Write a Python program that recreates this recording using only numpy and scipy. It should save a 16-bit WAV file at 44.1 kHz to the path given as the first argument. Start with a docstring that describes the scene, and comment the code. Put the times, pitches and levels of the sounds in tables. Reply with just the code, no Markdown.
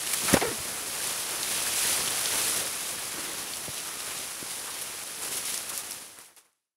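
"""A hissing, crackling rustle is heard first: a camera is pushed through tall grass and leafy undergrowth.
Stick-slip friction sounds as blades slide, broad leaves flap and stems drag; single blades snap or
scrape on the housing. Early on a stalk bumps the camera and a saw-edged blade zips over it. The rustle
fades out, ever faster, at the end. One microphone with a resonant port hears it all."""
import sys
import numpy as np
from scipy import signal
from scipy.fft import rfft, irfft, next_fast_len
from scipy.io import wavfile
from scipy.ndimage import uniform_filter1d, map_coordinates

SR = 44100
rng = np.random.default_rng(int(sys.argv[2]) if len(sys.argv) > 2 else 0)


def wrap_up_sound(samples):
    """Save the sound to the file named by the first command line argument, as 16-bit audio."""
    columns = np.atleast_2d(samples).T
    # keep every value between -1 and 1, then stretch to whole-number steps
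    tamed = np.clip(columns, -1, 1)
    steps = np.round(tamed * 32767).astype(np.int16)
    wavfile.write(sys.argv[1], SR, steps)


N = 298292

# how hard the camera is pushed through the plants: t/s, effort/dB
PUSH_EFFORT = [(0, -39), (0.2, -35.5), (0.4, -37.5), (0.55, -39), (0.82, -41.5), (0.96, -37), (1.13, -36.5),
               (1.3, -38.2), (1.6, -34), (1.85, -34), (2.04, -33.5), (2.2, -34.5), (2.42, -32.5),
               (2.58, -35), (2.76, -38.5), (3.1, -40), (3.6, -41.5), (4.1, -41), (4.36, -42.5),
               (4.58, -41.5), (5.14, -43), (5.48, -40.5), (5.9, -44.5)]
# friction spectra of sliding blades, dry blades, broad leaves and stems: f/Hz, gain/dB
HISS_SPECTRUM = [(1500, -52), (3500, -12.5), (5300, -1.5), (9000, 3.5), (16000, -3)]
BLADE_SPECTRUM = [(700, -33), (1500, -9), (2400, -1.5), (3800, -1.5), (6000, -3), (12000, -23.5)]
LEAF_SPECTRUM = [(150, -31.5), (350, -3.5), (520, -2), (760, -1.5), (1200, 0), (2000, -3.5), (4000, -15.5)]
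STEM_SPECTRUM = [(20, -7.5), (50, -12), (80, -2.5), (125, -1.5), (190, -0.5), (360, -0.5), (600, -4),
                 (1500, -27.5)]
# long blades sweeping along the housing: t/s, duration/s, hiss level/dB, crackle level/dB
BLADE_SWEEPS = [(0.055, 0.16, -37, -50), (.235, .11, -31, -35.5), (.58, 0.33, -42.5, -58),
                (1.01, 0.078, -38, -42), (1.492, 0.073, -36, -42), (1.752, 0.19, -30.5, -35),
                (2.35, 0.24, -33, -41.5), (2.864, .05, -38, -50), (3.16, 0.28, -47, -44.5),
                (3.76, 0.043, -43, -40.5), (4.07, 0.17, -48, -44.5), (4.5, .06, -42, -48),
                (4.7, .1, -45, -45), (5.209, 0.074, -36, -46), (5.315, 0.063, -35, -40.5),
                (5.449, 0.11, -35, -39.5), (5.728, 0.033, -36.5, -42.5), (5.905, 0.024, -40, -52),
                (6.185, 0.075, -51.5, -58), (6.362, 0.022, -52, -57), (6.443, 0.022, -73, -75)]
# leafy shoots bent aside: t/s, duration/s, leaf flap level/dB, stem drag level/dB
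BENT_SHOOTS = [(0.218, .04, -45, -42), (0.293, 0.056, -30.5, -41), (.64, 0.24, -45, -51),
               (1.284, 0.072, -41, -62), (1.85, 0.26, -44, -48), (2.33, .03, -43, -48),
               (2.56, .06, -50, -48.5), (2.92, 0.12, -46, -52), (3.13, 0.26, -47, -53),
               (3.4, 0.26, -58, -55), (3.8, 0.13, -52, -64), (4.06, 0.12, -52, -54), (4.64, 0.25, -50, -69),
               (5.203, 0.084, -46, -64), (5.35, 0.022, -48, -53), (5.46, .1, -58, -64),
               (5.7, 0.03, -46, -62), (6.168, 0.024, -51, -71), (6.28, 0.024, -63, -77),
               (6.364, .012, -58.5, -80), (6.448, 0.019, -71.5, -84.5)]
# blades and leaves scraping the housing, plus two low rumbles near 110 Hz as stems drag past: t/s, duration/s,
# relative level/dB, f/Hz, quality factor Q
HOUSING_SCRAPES = [(.066, 0.009, -32, 8000, 0.6), (.133, 0.0078, -19, 10500, 0.58),
                   (.134, 0.006, -24.5, 2270, 2.5), (.141, 0.0059, -23, 9880, 1),
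                   (0.279, .019, -27, 1300, 1.3), (.3314, .005, -15.5, 8430, 1.4),
                   (.338, .008, -21.5, 7100, 1), (0.336, .008, -23, 1550, 4),
                   (0.3653, 0.013, -26.5, 1378, 3), (.412, .022, -27.5, 766, 3),
                   (.413, 0.021, -30, 1800, 4.6), (.458, 0.042, -39, 110, 2.1),
                   (0.584, 0.029, -42, 110, 2.2), (2.077, .008, -29, 3300, 3.5),
                   (2.599, 0.072, -42, 553, 2.5), (3.136, 0.18, -46, 340, 3.7), (3.168, 0.12, -44, 1300, 3),
                   (3.849, 0.39, -50, 1250, 4.7), (4.671, 0.034, -40.5, 1290, 4.5),
                   (4.812, 0.022, -33, 11000, 2), (5.2, 0.2, -50.5, 420, 2.1),
                   (5.368, 0.022, -31, 8500, 0.77), (5.692, 0.012, -28.5, 11000, .64),
                   (5.712, 0.032, -44, 1300, 3), (5.778, 0.024, -33, 9000, 0.76),
                   (5.908, .0041, -24.5, 11000, 1.1)]
# blades flicking the housing: t/s, relative level/dB, f/Hz
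BLADE_SNAPS = [(.0733, -26, 2800), (.4122, -20, 1840), (1.072, -26, 7920), (1.431, -21.5, 5300),
               (2.0757, -20.5, 3000), (2.159, -27, 6000), (2.258, -23, 5000), (2.345, -34, 882),
               (3.536, -31, 4470), (3.570, -31, 8040), (4.004, -29, 3430), (4.178, -30, 7010),
               (4.789, -30, 10000), (5.453, -28, 9000), (5.543, -23, 6000), (5.577, -26, 7000),
               (5.7768, -20.5, 10300), (5.920, -32, 4970), (6.1875, -39, 8900), (6.1878, -44.5, 1500),
               (6.364, -46, 11050), (6.530, -66.5, 9300)]
# a toothed blade edge drawn over the housing: t/s, tooth rate/Hz, relative level/dB
ZIP_STROKE = [(.4115, 420, -74.5), (.414, 400, -26.5), (.434, 440, -25.5), (.455, 530, -22.5),
              (.478, 430, -27.5), (.505, 480, -34), (.527, 210, -30.5), (.56, 220, -39), (.6, 340, -110)]
# response of the housing to those teeth: f/Hz, gain/dB
HOUSING_RESPONSE = [(60, -14), (120, -11.5), (220, 1.5), (480, -5), (900, -15), (2000, -16), (4000, -33),
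                    (12000, -41)]
# stalks bumping the camera body: t/s, relative level/dB, f/Hz, decay to 1/e in cycles
STALK_BUMPS = [(0.3288, -12, 209, 0.56), (0.3397, -3.5, 260, 0.68), (.3435, -11.5, 547, 2.8),
               (.355, -22.5, 123, .99), (.368, -10.5, 610, 0.78), (.3706, -12.5, 850, 1.3),
               (.3745, -12.5, 857, 1.2), (3.682, -22.5, 520, 0.49), (3.685, -28.5, 130, 0.82),
               (4.427, -27.5, 317, 0.67), (6.1869, -42, 414, .93)]
# response of the microphone port: f/Hz, gain/dB
PORT_RESPONSE = [(15, -20), (45, 3.5), (80, 1.5), (8000, -0.5), (9200, 0.5), (10500, 4.5), (11200, 2),
                 (12300, -3.5), (13500, -4), (15500, -6.5)]

EASY_DB = -42  # effort of an easy, steady push
# each part of the rustle: level/dB at an easy push, dB gained per dB of effort
HISS_LAW, BLADE_LAW, LEAF_LAW, STEM_LAW = (-39, 1.0), (-43, 1.05), (-45.5, 0.85), (-55, 0.76)
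FADE_START_S, FADE_DB, FADE_EXPONENT = 5.92, 72.5, 1.34  # FADE_DB is the loss after one second


def amp(db):
    """Amplitude ratio of a level: a factor of ten for every 20 dB."""
    return 10 ** (np.asarray(db) / 20)


def unit(x):
    """Normalisation to an rms value of 1."""
    return x / np.sqrt(np.mean(x ** 2) + 1e-20)


def curves(rows):
    """Linear interpolation in time: one value per sample for each column after the first."""
    times, *columns = np.transpose(rows)
    return [np.interp(np.arange(N) / SR, times, column) for column in columns]


def wobble(rate_hz):
    """Smooth random modulation: a spline through Gaussian values drawn at rate_hz."""
    knots = rng.standard_normal(int(N * rate_hz / SR) + 4)
    return map_coordinates(knots, [np.arange(N) * rate_hz / SR])


def coloured(x, response):
    """Minimum-phase filtering: folding the cepstrum gives a causal filter with the given gains."""
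    size = next_fast_len(N + SR // 2)
    hz, db = np.transpose(response)
    gain = amp(np.interp(np.log(np.fft.rfftfreq(size, 1 / SR) + 1), np.log(hz), db))
    cepstrum = irfft(np.log(gain), size)
    cepstrum[1:size // 2] *= 2
    cepstrum[size // 2 + 1:] = 0
    return irfft(rfft(x, size) * np.exp(rfft(cepstrum)), size)[:N]


def resonant_noise(samples, hz, q):
    """A resonator driven by white noise passes a band around its natural frequency."""
    centre = min(hz, SR / 3)
    resonator = signal.iirpeak(centre, max(q, 3 * centre / SR), fs=SR)
    return unit(signal.lfilter(*resonator, rng.standard_normal(samples)))


def add(track, start_s, sound):
    """Superposition: a sound adds linearly to the track from its starting time."""
    part = track[max(round(start_s * SR), 0):][:len(sound)]
    part += sound[:len(part)]


def push_gain(law):
    """Power law: friction amplitude grows with effort; it falls ever faster in the final fade."""
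    effort_db, = curves(PUSH_EFFORT)
    easy_level_db, growth = law
    fade_time = np.maximum(np.arange(N) / SR - FADE_START_S, 0)
    return amp(easy_level_db + growth * (effort_db - EASY_DB) - FADE_DB * fade_time ** FADE_EXPONENT)


def stroke_gains(rows, attack_s, release_s):
    """Exponential growth and decay: each contact rises, holds and releases; one gain per level column."""
    gains = np.zeros((2, N))
    for start, duration, *levels_db in rows:
        t = np.maximum(np.arange(N) / SR - start, 0)
        envelope = (1 - np.exp(-t / attack_s)) * np.exp(-np.maximum(t - duration, 0) / release_s)
        gains += np.outer(amp(levels_db), envelope)
    return gains


def rubbing(spectrum, slip_hz, scatter_db, clump_hz, clump_db):
    """Stick-slip friction: random impulses swell in clumps, filtered by the plant part that gives way."""
    slipping = rng.random(N) < slip_hz / SR
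    slips = unit(slipping * rng.choice([-1, 1], N) * amp(scatter_db * rng.standard_normal(N)))
    clumps = amp(clump_db * wobble(clump_hz))
    return unit(coloured(slips * clumps, spectrum))


def crackle(pitch_hz, spread, cycles, scatter_db, count=2200, size=256):
    """Buckling: each small crease gives way and rings for a few cycles at its own frequency."""
    starts = rng.integers(0, N - size, count)
    detune, strength = np.clip(rng.standard_normal((2, count, 1)), -2, 2)
    turns = np.minimum(pitch_hz * np.exp(spread * detune), SR / 3) * np.arange(size) / SR
    rings = amp(scatter_db * strength) * np.sin(2 * np.pi * turns) * np.exp(-turns / cycles)
    positions = starts[:, None] + np.arange(size)
    return unit(np.bincount(positions.ravel(), rings.ravel(), N))


def undergrowth():
    """Incoherent addition: the steady push and single strokes sum in power to drive the rustle."""
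    swish, crunch = stroke_gains(BLADE_SWEEPS, attack_s=0.0046, release_s=0.023)
    flap, drag = stroke_gains(BENT_SHOOTS, attack_s=0.0029, release_s=0.04)
    hiss_gain = np.hypot(push_gain(HISS_LAW), swish)
    blade_gain = np.hypot(push_gain(BLADE_LAW), crunch)
    leaf_gain = np.hypot(push_gain(LEAF_LAW), flap)
    stem_gain = np.hypot(push_gain(STEM_LAW), drag)
    grip = amp(0.56 * wobble(60))  # the grip of plant on plant changes quickly
    hiss = rubbing(HISS_SPECTRUM, slip_hz=14000, scatter_db=2.5, clump_hz=300, clump_db=1.1)
    blades = rubbing(BLADE_SPECTRUM, slip_hz=7000, scatter_db=1.5, clump_hz=140, clump_db=0.5)
    creases = amp(-9.0) * crackle(pitch_hz=5050, spread=0.55, cycles=2.3, scatter_db=3.5)
    leaves = rubbing(LEAF_SPECTRUM, slip_hz=3000, scatter_db=0.5, clump_hz=60, clump_db=0.5)
    stems = rubbing(STEM_SPECTRUM, slip_hz=1200, scatter_db=5.0, clump_hz=21, clump_db=0.5)
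    foliage = hiss_gain * hiss + blade_gain * (blades + creases) + leaf_gain * leaves
    return grip * foliage + stem_gain * stems


def scrapes(attack_s=0.00083):
    """Forced vibration: friction drives a resonance as a blade or leaf catches, rasps and lets go."""
    track, t = np.zeros(N), np.arange(SR // 2) / SR
    for start, duration, db, hz, q in HOUSING_SCRAPES:
        rasp = resonant_noise(len(t), hz, q)
        grip = (1 - np.exp(-t / attack_s)) / (1 + (t / duration) ** 6)
        add(track, start, amp(db - 2.5) * grip * rasp)
    return track


def snaps(flick_db=1, cycles=3, shiver_t60_s=0.014):
    """Damped free vibration: a released blade strikes with a few sharp cycles, then shivers out."""
    track, t = np.zeros(N), np.arange(SR // 10) / SR
    for start, db, hz in BLADE_SNAPS:
        flick = amp(flick_db) * np.sin(2 * np.pi * hz * t) * np.exp(-hz * t / cycles)
        shiver = resonant_noise(len(t), hz, q=2.0) * amp(-60 * t / shiver_t60_s)
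        add(track, start, amp(db + 1.5) * (flick + shiver))
    return track


def blade_zip():
    """Repetition pitch: a blade's teeth tick over the housing in a buzz that falls as the blade slows."""
    tooth_hz, db = curves(ZIP_STROKE)
    teeth_passed = np.cumsum(tooth_hz * (1 + 0.067 * wobble(250))) / SR
    ticks = np.diff(np.floor(teeth_passed), prepend=0) * amp(3 * wobble(400))
    running_mean = uniform_filter1d(ticks, SR // 100)
    buzz = coloured(ticks - running_mean, HOUSING_RESPONSE)
    return amp(db - 4) * unit(buzz)


def bumps(cutoff_hz=85):
    """Impact excitation: a stalk gives the camera body a heavily damped oscillation and a dull shudder."""
    track, t = np.zeros(N), np.arange(SR // 8) / SR
    for start, db, hz, cycles in STALK_BUMPS:
        decay = np.exp(-hz * t / cycles)
        thud = np.sin(2 * np.pi * hz * t) * decay
        shudder = resonant_noise(len(t), hz, q=0.32) * decay ** 0.31
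        add(track, start, amp(db) * (thud + 0.14 * shudder))
    # the hand yields to slow pressure, so the deepest bass is lost
    return signal.sosfilt(signal.butter(2, cutoff_hz, "highpass", fs=SR, output="sos"), track)


def scene():
    """Superposition at one point: all sources sum at one microphone, the same in both channels."""
    mono = undergrowth() + snaps() + scrapes() + bumps() + blade_zip()
    return np.array([mono, mono])


def record(dry):
    """Port resonance: the microphone rings in the high treble, and a band limit cuts off the very top."""
    limit_hz, edge_hz = 15750, 150
    heard = np.array([coloured(channel, PORT_RESPONSE) for channel in dry])
    size = next_fast_len(N + SR // 2)
    passband = np.clip((limit_hz - np.fft.rfftfreq(size, 1 / SR)) / edge_hz + 0.5, 0, 1)
    return irfft(rfft(heard, size) * passband, size)[:, :N]


dry = scene()
out = record(dry)
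wrap_up_sound(out)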